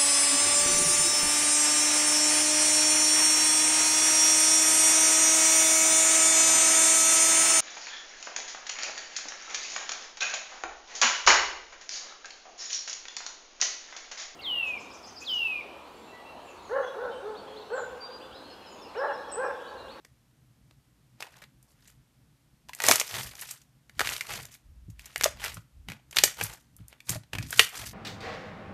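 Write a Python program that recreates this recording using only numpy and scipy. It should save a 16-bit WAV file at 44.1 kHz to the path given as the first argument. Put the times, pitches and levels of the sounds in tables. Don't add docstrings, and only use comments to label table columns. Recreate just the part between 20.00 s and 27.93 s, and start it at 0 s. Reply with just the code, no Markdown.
import sys
import numpy as np
from scipy import signal
from scipy.fft import rfft, irfft
from scipy.io import wavfile
from scipy.ndimage import uniform_filter1d

SR = 44100
rng = np.random.default_rng(int(sys.argv[2]) if len(sys.argv) > 2 else 0)


def transcribe(signal):
    frames = np.atleast_2d(signal).T
    limited = np.clip(frames, -1, 1)
    pcm = np.round(limited * 32767).astype(np.int16)
    wavfile.write(sys.argv[1], SR, pcm)


N = 349838

# (frequency [Hz], relative level [dB])
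BACKGROUND_COLOUR = [(19, -36), (32, -14), (62, -1.5), (92, -16.5), (126, 1.76), (168, -9.5), (258, -13.5),
                     (324, -16.5), (359, -24), (1280, -28.5), (14000, -37)]
# (time [s], level [dB], pitch [Hz], fade time of the tear [s], boost of the low puff [dB])
AIR_POCKETS = [(.0488, -45, 5440, .0028, 6), (.051, -45, 1780, 0.0017, -19),
               (.7107, -50.5, 4120, 0.0022, 9), (1.2053, -31, 5000, 0.0039, 6.5),
               (1.2248, -26, 2500, 0.0028, -1), (1.268, -42, 940, 0.003, -10),
               (1.4194, -37.5, 1910, 0.013, 0), (1.439, -42, 3920, 0.0028, -6),
               (1.6279, -49.5, 9600, .003, 11), (1.8757, -44, 7550, 0.0069, 0),
               (1.902, -49, 8400, 0.0022, -4), (2.687, -42, 5165, 0.0031, 2.5),
               (2.6934, -32, 992, 0.0036, -9.5), (2.7336, -31, 2280, .0042, -20.5),
               (2.7496, -31, 8000, 0.0016, 0.5), (2.8026, -20.5, 2100, 0.0022, -2.5),
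               (2.8212, -24.5, 6660, 0.00043, -13.5), (2.8385, -18, 7450, 0.00062, 6),
               (2.8401, -16, 1980, 0.0041, 0), (2.8659, -14.5, 7600, 0.002, -7.5),
               (2.886, -2.5, 6784, 0.0015, 10.5), (2.8945, -13.5, 690, 0.0025, -4.5),
               (2.902, -20, 236, 0.0035, 0), (2.9119, -5, 5930, 0.0027, 0), (2.914, -6.5, 2040, 0.0011, 8),
               (2.9205, -11, 8800, 0.0022, 0.5), (2.9357, -24.5, 8000, 0.0028, 12),
               (2.9576, -11, 7000, .002, -0.5), (2.9987, -12, 6500, 0.0063, -6),
               (3.0138, -18, 2680, .0018, 3), (3.0779, -32, 5900, 0.0033, -8),
               (3.3533, -36.5, 6056, 0.0024, -15), (3.4119, -27, 10700, 0.0075, -10),
               (3.5102, -25, 8000, 0.0044, -6), (3.617, -48, 6470, .005, -8),
               (3.8958, -42, 2010, 0.0024, -8.5), (3.9943, -14, 1710, 0.0038, -4.5),
               (4.0067, -15, 1718, 0.0014, 1), (4.0128, -15.5, 1400, 0.0038, 4),
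               (4.0732, -19.5, 2070, 0.00059, -7), (4.0909, -22, 2680, 0.0014, -5),
               (4.1354, -27, 4200, 0.0028, -7), (4.1653, -26, 4200, 0.0011, -15),
               (4.2089, -19.5, 2180, 0.0041, -19.5), (4.4286, -38, 9000, 0.0036, -10),
               (4.454, -34, 6970, .0014, -5.5), (4.901, -47, 6810, .0066, -7.5),
               (4.9945, -37, 2400, 0.0025, -22.5), (5.0576, -34, 6720, 0.0056, -4),
               (5.16, -19, 2280, 0.0017, -5.5), (5.1798, -29.5, 9940, .0007, 8),
               (5.211, -17.5, 1972, .0019, -4), (5.225, -27.5, 7500, .0016, -13),
               (5.2367, -14.5, 5850, 0.001, 1.5), (5.2416, -7.5, 6200, 0.0022, -13.5),
               (5.2525, -21, 1110, 0.011, 4), (5.2586, -11.5, 620, 0.0056, -8.5),
               (5.4402, -22, 1940, 0.0037, -6), (5.4605, -27, 2580, .004, -26),
               (5.544, -33, 8600, 0.0032, -12), (5.5699, -34, 1270, .0054, 3),
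               (5.8861, -29, 2650, 0.0022, 0), (5.9004, -32, 2100, 0.0033, -7.5),
               (5.9196, -30.5, 2416, 0.0027, -3), (6.1107, -37, 6800, .0034, -4.5),
               (6.128, -35.5, 2790, 0.0042, -3), (6.162, -25, 6050, 0.0054, -10.5),
               (6.1687, -10, 4040, 0.0031, -8), (6.1859, -7.5, 4290, .0036, -24.5),
               (6.2371, -0.9, 6666, .0034, 2.5), (6.2388, -11, 2750, 0.0009, -17.5),
               (6.412, -17.5, 2496, 0.0031, 3), (6.4373, -18, 11300, 0.0027, -6),
               (6.5357, -35, 7700, .004, 16.5), (6.7657, -42.5, 11060, 0.0026, 2.5),
               (6.883, -38.5, 10100, 0.001, -12), (6.9281, -41.5, 2500, 0.0031, 6),
               (7.0044, -39, 2564, 0.0019, -25), (7.0937, -14.5, 7130, .006, -5),
               (7.105, -21.5, 9510, 0.0011, 3), (7.157, -29.5, 616, 0.0041, -8),
               (7.235, -48.5, 4040, 0.0039, 4.5), (7.3332, -22.5, 2560, .0043, 3),
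               (7.3517, -25.5, 2760, 0.0046, 5.5), (7.3851, -23, 2400, 0.0031, -7),
               (7.4265, -31.5, 5190, 0.0058, -4), (7.5067, -24.5, 9600, 0.003, 9),
               (7.5273, -21, 1680, 0.0044, -3), (7.594, 3.5, 2816, 0.0035, -9.5),
               (7.596, -22, 408, 0.0026, -4)]
# (frequency [Hz], relative level [dB])
CLICK_COLOUR = [(40, -36), (150, -22), (270, -7.5), (390, 1), (550, 2), (1100, 0.5), (2200, 3.5),
                (4000, 0.5), (6500, 0), (10000, -2.5), (14000, -1.5)]
# (frequency [Hz], time to fade by 60 dB [s])
ECHO_TIMES = [(200, 0.14), (600, 0.23), (1200, 0.32), (3000, 0.23), (7000, 0.21), (14000, 0.13)]
# (time at full strength [s], hold [s], level [dB], 20 dB rise time [s], 20 dB fall time [s],
# low boost [dB], treble boost [dB])
CRACKLE_SWELLS = [(1.218, 0.0086, -50, 0.03, .1, 12, -4), (1.367, 0.032, -59, 0.18, 0.035, 7, -4),
                  (1.704, 0.018, -69.5, 0.15, 0.041, 20, 14), (1.882, 0.012, -62, 0.16, 0.064, 0, -1),
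                  (2.884, 0.025, -23.5, 0.07, 0.1, 6.5, 2.5), (3.159, 0.026, -35.5, 0.16, 0.16, 4.5, 3),
                  (3.422, 0.013, -42, 0.086, 0.042, -1.5, 3.5), (3.483, 0.019, -45, 0.032, 0.098, -7, 6),
                  (4.055, 0.067, -36.5, 0.066, 0.13, -1, 0.5), (4.303, 0.04, -38, 0.067, 0.13, 6, -1),
                  (4.534, 0.015, -51, 0.038, 0.022, -9, 8), (5.005, .24, -58.5, 0.047, .15, -1.5, -2.5),
                  (5.238, 0.013, -39.5, 0.056, 0.085, -3, -15), (5.444, 0.016, -36, 0.067, 0.094, 0.5, -2),
                  (5.893, 0.016, -51.5, 0.018, 0.093, 6, -14),
                  (6.179, 0.0076, -35.5, 0.042, 0.038, 10.5, 2.5),
                  (6.243, 0.0094, -34, 0.051, 0.09, -11, 2), (6.403, 0.027, -38.5, 0.053, 0.1304, 4, 3.5),
                  (6.51, 0.021, -50, 0.053, 0.035, 17, 4), (6.791, .01, -68, 0.021, 0.1, 8, -7),
                  (6.918, 0.009, -63.5, 0.076, 0.084, 5, -16), (7.096, 0.057, -40.5, 0.032, 0.021, 7, 5),
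                  (7.334, 0.11, -54.5, .015, .08, 8, -11), (7.609, 0.0094, -31.5, 0.12, 0.082, -3.5, 6),
                  (7.757, 0.045, -40.5, .06, 0.13, 4.5, 3), (7.86, 0.0075, -40.5, 0.011, 0.061, -1, 10)]
# (time at full strength [s], hold [s], table strength [dB], tub strength [dB])
HAND_PUSHES = [(2.868, 0.038, -70.5, -44), (3.146, 0.06, -70, -44.5), (3.25, 0.028, -52, -52),
               (3.972, 0.14, -53, -51.5), (4.308, .12, -57, -50), (4.666, 0.33, -51, -68),
               (5.185, .39, -52, -55.5), (5.759, 0.094, -49.5, -66.5), (5.886, 0.037, -63, -46.5),
               (6.182, .08, -53, -50), (6.395, 0.11, -51.5, -53.5), (6.802, 0.039, -53.5, -58.5),
               (7.104, 0.054, -55, -41.5), (7.357, 0.1, -46.5, -42), (7.57, 0.039, -57, -46),
               (7.79, 0.17, -53, -48.5)]
# (frequency [Hz], relative level [dB])
TABLE_COLOUR = [(20, -37), (35, -14.5), (52, 3.5), (70, 1.5), (95, -18), (160, -45.5), (400, -74.5)]
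# (frequency [Hz], relative level [dB])
TUB_COLOUR = [(45, -30.5), (80, -8.5), (113, 3.5), (165, -8.5), (230, -10), (320, -17.5), (600, -54),
              (1500, -76.5)]
# (time [s], strength [dB])
TUB_KNOCKS = [(4.883, -34.5), (5.562, -39.5), (5.574, -39.5), (5.889, -35.5), (6.422, -32.5), (6.441, -44),
              (6.8, -39.5), (7.098, -28), (7.117, -47), (7.158, -31.5), (7.335, -33.5), (7.352, -35),
              (7.384, -27)]
# (pitch [Hz], relative level [dB], time to fade by 60 dB [s])
TUB_NOTES = [(109, 4.5, 0.12), (159, 2, 0.084), (279, -2.5, 0.041)]


def amp(db):
    return 10 ** (np.asarray(db) / 20)


def unit(x):
    return x / np.sqrt(np.mean(x ** 2) + 1e-20)


def read(points, hz):
    point_hz, value = np.transpose(points)
    return np.interp(np.log(hz + 1), np.log(point_hz + 1), value)


def add(mix, time_s, sound):
    part = mix[max(round(time_s * SR), 0):][:len(sound)]
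    part += sound[:len(part)]


def noise(colour):
    gain = amp(read(colour, np.fft.rfftfreq(N, 1 / SR)))
    return unit(irfft(rfft(rng.standard_normal(N)) * gain, N))


def wander(rate_hz):
    keep_slow = np.exp(-(np.fft.rfftfreq(N, 1 / SR) / rate_hz) ** 2)
    return unit(irfft(rfft(rng.standard_normal(N)) * keep_slow, N))


def low_and_high(hz, high_hz=4500, low_hz=1100):
    return 1 / (1 + (hz / low_hz) ** 4), 1 / (1 + (high_hz / (hz + 1)) ** 6)


def swell(full_at_s, hold_s, rise_s, fall_s, bend=1.1):
    t = np.arange(0, N, 128) / SR
    away = np.maximum((full_at_s - t) / max(rise_s, 1e-3), (t - full_at_s - hold_s) / max(fall_s, 1e-3))
    power = amp(-20 * np.clip(away, 0, 10) ** bend) ** 2
    return np.interp(np.arange(N) / SR, t, power)


def room_background(level_db=-63.5, waver_db=2.3, waver_hz=16):
    tone = noise(BACKGROUND_COLOUR)
    low, _ = low_and_high(np.fft.rfftfreq(N, 1 / SR), low_hz=300)
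    rumble = irfft(rfft(tone) * low, N)
    hiss = tone - rumble
    waver = unit(amp(waver_db * wander(waver_hz)))
    return amp(level_db) * (hiss + rumble * waver)


def tearing_film(grit, fade_s):
    rip = grit * np.exp(-np.arange(len(grit)) / SR / max(fade_s, 1e-4))
    rip[0] = 4.5
    spectrum = rfft(np.pad(rip, len(grit)))
    return irfft(spectrum / np.sqrt(uniform_filter1d(abs(spectrum) ** 2, size=110)))


def pocket_ring(pitch_hz, ring_db, width, puff_db=0, snap_db=0, top_db=0, size=1024):
    hz = abs(np.fft.fftfreq(size, 1 / SR))
    low, high = low_and_high(hz)
    _, top = low_and_high(hz, high_hz=10500)
    ring = np.sqrt(1 + amp(ring_db) ** 2 / (1 + ((hz - pitch_hz) / (width * pitch_hz)) ** 2))
    dip_db = -6 / (1 + ((hz / pitch_hz - 1.5) / .2) ** 2) * (pitch_hz < 2500)
    gain = ring * amp(read(CLICK_COLOUR, hz) + puff_db * low + snap_db * high + top_db * top + dip_db)
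    spectrum = np.exp(np.conj(signal.hilbert(np.log(gain))))
    click = np.fft.ifft(spectrum).real[:size // 2]
    return click / np.linalg.norm(click)


def pops(pockets, ring_db=5.5, size=1500):
    out = np.zeros(N)
    for time_s, db, hz, fade_s, puff_db in pockets:
        snap_db = -6 + 10.5 * max(np.log2(hz / 3240), 0) ** 2
        top_db = -4.5 if hz < 6700 else 0
        octaves_down = max(np.log2(2500 / hz), 0)
        hollow_db = ring_db + 7 * octaves_down ** 2 + .2 * max(-snap_db, 0)
        width = .14 / (1 + (octaves_down / 2) ** 2)
        ring = pocket_ring(hz, hollow_db, width, puff_db, snap_db, top_db)
        tear = tearing_film(rng.standard_normal(size), fade_s)
        pop = signal.fftconvolve(tear, ring)
        pop *= np.sqrt(.001 * SR / np.sum(pop ** 2))
        add(out, time_s - size / SR, amp(db) * pop)
    return out


def room_echo(sound, level_db=-9, gap_s=.0028, rise_s=.0012, size=16384):
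    echoes = rng.standard_normal(size) * (rng.random(size) < .15)
    hz, t, bands = signal.stft(echoes, SR, nperseg=128)
    colour_db = read([(150, -3), (700, -7), (2500, -4.5), (7000, -2.5), (14000, 4.5)], hz)[:, None]
    fade_db = 60 * t / read(ECHO_TIMES, hz)[:, None]
    tail = signal.istft(bands * amp(colour_db - fade_db), SR, nperseg=128)[1]
    tail *= np.clip((np.arange(len(tail)) / SR - gap_s) / rise_s, 0, 1)
    return amp(level_db) * signal.oaconvolve(sound, tail / np.linalg.norm(tail))[:N]


def crackle_shape(rest_db=-88):
    power, puff, snap = amp(rest_db) ** 2, 0, 0
    for time_s, hold_s, db, rise_s, fall_s, puff_db, snap_db in CRACKLE_SWELLS:
        swell_power = amp(db) ** 2 * swell(time_s, hold_s, rise_s, fall_s)
        power += swell_power
        puff += swell_power * puff_db
        snap += swell_power * snap_db
    return 10 * np.log10(power), puff / power, snap / power


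def crackle(level_db, puff_db, snap_db, quiet_per_s=900, loud_per_s=3600, pitch_count=28):
    loudness = np.clip((level_db + 67) / 30, 0, 1)
    bursts_per_s = quiet_per_s + (loud_per_s - quiet_per_s) * loudness
    clump_db = 3.2 * wander(90)
    clicks = (rng.random(N) < bursts_per_s / SR) * amp(clump_db) * rng.choice([-1, 1], N)
    smallness = .55 + .17 * wander(35) + .22 * rng.standard_normal(N)
    smallness = 1 - abs(1 - abs(smallness))
    pitch_index = np.clip(smallness * pitch_count, 0, pitch_count - 1).astype(int)
    bubbles = np.zeros(N)
    for k, hz in enumerate(np.geomspace(650, 13000, pitch_count)):
        ring = pocket_ring(hz, ring_db=19, width=.05)
        bubbles += signal.oaconvolve(clicks * (pitch_index == k), ring)[:N]
    low, high = low_and_high(np.fft.rfftfreq(N, 1 / SR))
    puff, middle, snap = (irfft(rfft(bubbles) * band, N) for band in (low, 1 - low - high, high))
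    sound = puff * amp(puff_db) + middle + snap * amp(snap_db)
    power = uniform_filter1d(uniform_filter1d(sound ** 2, size=1500), size=900)
    return amp(level_db) * sound / np.sqrt(abs(power) + 1e-12)


def stray_pops(level_db, per_s=39, quiet_db=-72, over_db=7, spread_db=4, low_hz=1400, high_hz=8000):
    fade_s, puff_db = .0025, -3.5
    pockets = []
    for slot, (when, strength, smallness) in enumerate(rng.random((int(per_s * N / SR), 3))):
        time_s = (slot + when) / per_s
        crackle_db = level_db[min(int(time_s * SR), N - 1)]
        if crackle_db > quiet_db:
            db = crackle_db + over_db + spread_db * (2 * strength - 1)
            hz = low_hz * (high_hz / low_hz) ** smallness
            pockets.append((time_s, db, hz, fade_s, puff_db))
    return pops(pockets)


def pushes(gain_db=-1, rise_s=.031, fall_s=.08):
    table_power, tub_power, out = np.zeros((3, N))
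    for time_s, hold_s, table_db, tub_db in HAND_PUSHES:
        push = swell(time_s, hold_s, rise_s, fall_s)
        table_power += amp(table_db) ** 2 * push
        tub_power += amp(tub_db) ** 2 * push
    for power, colour in ((table_power, TABLE_COLOUR), (tub_power, TUB_COLOUR)):
        shake = noise(colour)
        strength = np.sqrt(uniform_filter1d(abs(signal.hilbert(shake)) ** 2 / 2, size=2600))
        out += np.sqrt(power) * shake / strength
    return amp(gain_db) * out


def knocks(rise_s=.0056, size=8000):
    out, t = np.zeros(N), np.arange(size) / SR
    notes = sum(amp(db - 60 * t / fade_s) * np.sin(2 * np.pi * hz * t) for hz, db, fade_s in TUB_NOTES)
    thump = (1 - np.exp(-t / rise_s)) * notes
    for time_s, db in TUB_KNOCKS:
        add(out, time_s, amp(db) * thump)
    return out


def scene():
    level_db, puff_db, snap_db = crackle_shape()
    surroundings = pushes() + knocks() + room_background()
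    slime = pops(AIR_POCKETS) + crackle(level_db, puff_db, snap_db) + stray_pops(level_db)
    return (slime + room_echo(slime) + surroundings)[None]


def record(dry, ceiling=.9, cutoff_hz=14150):
    squashed = dry / (1 + (dry / ceiling) ** 4) ** (1 / 4)
    treble_cut = signal.firwin(301, cutoff_hz, window=("kaiser", 8), fs=SR)
    return signal.oaconvolve(squashed, treble_cut[None], "same")


dry = scene()
out = record(dry)
transcribe(out)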